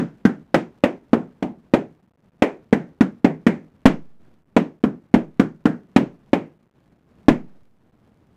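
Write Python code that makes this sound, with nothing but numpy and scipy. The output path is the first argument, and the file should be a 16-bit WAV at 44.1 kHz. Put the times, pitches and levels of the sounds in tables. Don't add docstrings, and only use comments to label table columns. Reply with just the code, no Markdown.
import sys
import numpy as np
from scipy import signal
from scipy.fft import rfft, irfft, next_fast_len
from scipy.io import wavfile
from scipy.ndimage import uniform_filter1d

SR = 44100
rng = np.random.default_rng(int(sys.argv[2]) if len(sys.argv) > 2 else 0)


def pcm_store(signal):
    levels = np.round(np.clip(np.atleast_2d(signal), -1, 1) * 32767)
    wavfile.write(sys.argv[1], SR, levels.astype(np.int16).T)


N = 368676


def gain_of(db):
    return 10 ** (np.asarray(db) / 20)


def evened(x):
    return x / np.sqrt(np.mean(x ** 2) + 1e-20)


def read(points, hz, axis=1):
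    rows = np.transpose(points)
    return np.interp(np.log(hz + 1), np.log(rows[0] + 1), rows[axis])


def lobe(u):
    return np.sin(np.pi * np.clip(u, 0, 1))


def wave(t, push, suction, push_db, suction_db):
    pushing = gain_of(push_db) * lobe(t / push)
    sucking = gain_of(suction_db) * lobe((t - push) / suction)
    return sucking - pushing


# (push level [dB], suction level [dB], stretch of the push [factor])
SLAPS = [(-1, 3, 1.1), (1, -1, 1.7), (-4, -13, 1.7)]
# (low, high edge [Hz])
BLAST_BAND_HZ = [64, 4000]
SUCTION_MS, SUCTION_PER_PUSH, SUCTION_MS_PER_DB = 1.35, 0.7, 0.22
SOFT_DB = -4.5


def blast_and_slaps(t, blast_db, push_ms, echo_ms):
    suction_ms = SUCTION_MS + SUCTION_PER_PUSH * push_ms + SUCTION_MS_PER_DB * max(blast_db, SOFT_DB)
    push, suction, echo = push_ms / 1000, suction_ms / 1000, echo_ms / 1000
    blast = np.zeros(len(t))
    for k, (push_db, suction_db, wide) in enumerate(SLAPS):
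        since_start = t - k * echo + (wide - 1) * push
        blast += wave(since_start, wide * push, suction, push_db, suction_db)
    band = signal.butter(2, BLAST_BAND_HZ, "band", fs=SR)
    return gain_of(blast_db) * signal.lfilter(*band, blast)


# (frequency [Hz], relative level [dB], t60 before the burst's decay factor [s])
HALL_MODES = [(158, -3.5, 0.42), (237, -3, 0.36), (282, -3.5, 0.058), (350, -11, 0.21)]
RING_DB = -3.5


def hallway_ring(t, echo_ms, linger, boom_db):
    hz, db, t60 = np.transpose(HALL_MODES)[:, :, None]
    db = db - 14.0 * np.log(hz * echo_ms / 1000) ** 2
    db = db + 3 * rng.standard_normal(db.shape)
    decay = gain_of(db - 60 * t / (t60 * linger))
    ring = -(decay * np.sin(2 * np.pi * hz * t)).sum(axis=0)
    build_up = 1 - np.exp(-(t / 0.047) ** 2)
    return ring * gain_of(boom_db + RING_DB) * build_up


BANDS_HZ = [230, 700, 2000, 5500]
# (frequency [Hz], relative level per Hz [dB])
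TAIL_COLOUR = [(30, -36.5), (90, -25), (170, -2), (250, -1), (450, -13), (800, -18), (1200, -26.5),
               (2300, -29.5), (3300, -35.5), (4500, -45.5), (7000, -50), (10000, -60), (16000, -68.5)]
# (frequency [Hz], early t60 [s], late t60 [s], late share [dB])
TAIL_DECAY = [(102, 0.41, 0.2, -7.5), (236, 0.067, 0.34, -1), (704, 0.067, 0.28, -10.5),
              (2050, 0.078, 0.28, -12.5), (3470, 0.059, 0.25, -14), (6000, 0.077, 0.35, -16),
              (13000, 0.1, 0.16, -8.5)]


def reverberation(t, honk_hz, honk_db, linger, levels_db):
    hz = np.fft.rfftfreq(len(t), 1 / SR)
    honk = honk_db * np.exp(-(np.log((hz + 1) / honk_hz) / 0.3) ** 2)
    shape = gain_of(read(TAIL_COLOUR, hz) + honk)
    colour = np.zeros(len(hz))
    for level_db, one_band in zip(levels_db, np.eye(len(BANDS_HZ))):
        band = shape * read(np.c_[BANDS_HZ, one_band], hz)
        colour += gain_of(level_db) * evened(band)
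    noise = irfft(rfft(rng.standard_normal(len(t))) * colour, len(t))

    f, frames, z = signal.stft(noise, SR, nperseg=256, noverlap=224)
    early, late, share_db = (read(TAIL_DECAY, f, axis=k)[:, None] for k in (1, 2, 3))
    early_fall = gain_of(-60 * frames / (early * linger))
    late_fall = gain_of(share_db - 60 * frames / (late * linger))
    filling = 1 - np.exp(-((frames + 0.0012) * (f[:, None] + 50) / 4.3) ** 2)
    fall = np.hypot(early_fall, late_fall) * filling
    tail = signal.istft(z * fall, SR, nperseg=256, noverlap=224)[1][:len(t)]
    onset = 1 - np.exp(-t / 0.00082)
    return gain_of(7.0) * tail * onset


SIZZLE_DB = -12.5


def pop(blast_db, push_ms, echo_ms, honk_hz, honk_db, linger, boom_db, body_db, crack_db):
    t = np.arange(SR // 2) / SR
    levels_db = boom_db, body_db, crack_db, crack_db + SIZZLE_DB
    blast = blast_and_slaps(t, blast_db, push_ms, echo_ms)
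    ring = hallway_ring(t, echo_ms, linger, boom_db)
    return blast + ring + reverberation(t, honk_hz, honk_db, linger, levels_db)


# (time [s], level [dB])
SHUFFLE = [(0, -54.5), (1.7, -55.5), (2.2, -60.5), (2.4, -57), (4.101, -56), (4.191, -62.5), (4.22, -54),
           (4.34, -57), (4.415, -61), (4.442, -74), (4.475, -59.5), (6.3, -55.5), (6.69, -60),
           (6.77, -55.5), (7.05, -60), (7.11, -54), (7.5, -55), (7.75, -62.5), (7.959, -55.5),
           (8.03, -57.5), (8.36, -56.5)]
# (frequency [Hz], relative level per Hz [dB])
SHUFFLE_COLOUR = [(25, -3), (60, -2), (110, -0.5), (190, 2), (350, -7), (700, -15), (1500, -22.5),
                  (3500, -33.5), (7000, -44.5), (16000, -52.5)]
LUMPS_DB = 1.6
TICKS_DB, TICKS_PER_S = -23.5, 190


def rubbing():
    wander = uniform_filter1d(rng.standard_normal(N), size=600)
    lumps = evened(uniform_filter1d(wander, size=600))
    noise = rng.standard_normal(N) * gain_of(LUMPS_DB * lumps)
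    size = next_fast_len(N)
    hz = np.fft.rfftfreq(size, 1 / SR)
    colour = gain_of(read(SHUFFLE_COLOUR, hz))
    return evened(irfft(rfft(noise, size) * colour, size)[:N])


def slip_ticks():
    sizes = gain_of(3 * np.minimum(rng.exponential(1, N), 4))
    ticks = sizes * (rng.random(N) < TICKS_PER_S / SR) * rng.choice([-1, 1], N)
    return evened(signal.lfilter(*signal.butter(1, [700, 3000], "band", fs=SR), ticks))


def shuffle():
    s, db = np.transpose(SHUFFLE)
    level = gain_of(np.interp(np.arange(N) / SR, s, db))
    return (rubbing() + gain_of(TICKS_DB) * slip_ticks()) * level


def hiss():
    return gain_of(-85.5) * rng.standard_normal(N)


def add(mix, s, sound):
    at = round(s * SR)
    skipped = max(-at, 0)
    part = mix[max(at, 0):][:len(sound) - skipped]
    part += sound[skipped:][:len(part)]


# (time [s], blast level [dB], push before stretching [ms], wall echo delay [ms],
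#  honk frequency [Hz], honk boost before band levels [dB], decay time [factor],
#  boom level [dB], body level [dB], crack level [dB])
POPS = [(-0.04, -3, 1.1, 1.8, 1490, 7.5, 0.84, -11.5, -20.5, -21.5),
        (0.2519, -1.46, 1.33, 4.26, 1590, 12.5, 0.84, -17, -22.5, -26.5),
        (0.5433, -4, 0.77, 3.7, 2350, -1.5, 0.79, -18, -17.5, -21),
        (0.8377, -2.5, 0.65, 3.68, 2170, 4.5, .84, -23, -16, -24.5),
        (1.1312, -3, 1.21, 3.94, 1356, 5, 0.91, -18.5, -19, -31.5),
        (1.425, -13.5, 1.48, 4.3, 828, 9.5, 0.86, -21, -25.5, -36),
        (1.737, -1.5, .95, 3.95, 1030, -4, 0.83, -18, -14.5, -26),
        (2.4216, -3, 0.8, 3.82, 2190, 6.5, 0.85, -25.5, -13, -22),
        (2.7273, -2, 1.05, 4.4, 1820, 9.5, .97, -21, -21.5, -28.5),
        (3.0081, -0.5, 1.83, 4.07, 1440, 9, 0.76, -15.5, -23.5, -26),
        (3.2454, -1.5, 1.39, 4.03, 2064, 8.5, .81, -16, -16, -26),
        (3.466, -2.5, 1.31, 4.29, 1905, 9.5, .92, -16, -21, -24.5),
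        (3.8562, 4, 0.94, 4.24, 1875, -3, 0.72, -10.5, -13.5, -16),
        (4.565, -3, 1.11, 4.02, 2300, -0.5, .83, -16.5, -16, -24),
        (4.8378, -6, 1.74, 4.17, 1362, 7, 0.86, -17.5, -24.5, -34),
        (5.1404, 0.46, 1.22, 4.22, 2120, 0.5, 0.79, -15, -17.5, -26.5),
        (5.3965, -2.5, 1.44, 4.34, 1400, 9, 0.79, -15, -23, -26.5),
        (5.6553, -3.5, 1.53, 4.23, 1590, 12.5, 0.88, -18, -21, -28.5),
        (5.9621, 0.1, 1.08, 4.22, 1940, -2, 0.84, -14, -17, -22.5),
        (6.3318, -3, 0.92, 3.57, 2410, 5, 0.9, -22.5, -18.5, -27),
        (7.2837, 3.5, 0.95, 3.52, 1990, 2.5, 0.77, -11, -15.5, -21.5)]


def scene():
    mix = shuffle() + hiss()
    for s, *burst in POPS:
        add(mix, s, pop(*burst))
    return mix[None]


GATE_DB = -57.5
BASS_HZ, EDGE_HZ = 50, 15600


def leak(v, tau):
    step = 1 / (tau * SR)
    return signal.lfilter([step], [1, step - 1], v)


def overload_offset(dry):
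    over = np.minimum(dry + 1.2, 0)
    charge = 5 * leak(over, 0.022)
    return charge - leak(charge, 0.15)


def noise_gate(x):
    n = np.arange(N)
    loud = abs(x) > gain_of(GATE_DB)
    last_loud = np.maximum.accumulate(np.where(loud, n, -SR), axis=1)
    return uniform_filter1d(np.exp(-(n - last_loud) / (0.0018 * SR)), size=9, axis=1)


def record(dry):
    offset = overload_offset(dry)
    gate = noise_gate(dry + offset)
    x = signal.lfilter(*signal.butter(1, BASS_HZ, "high", fs=SR), dry * gate)
    x = np.clip(x, -1, 1) + offset * gate
    taps = signal.firwin(511, EDGE_HZ, window=("kaiser", 9), fs=SR)
    return np.clip(signal.oaconvolve(x, taps[None], "same"), -1, 1)


dry = scene()
out = record(dry)
pcm_store(out)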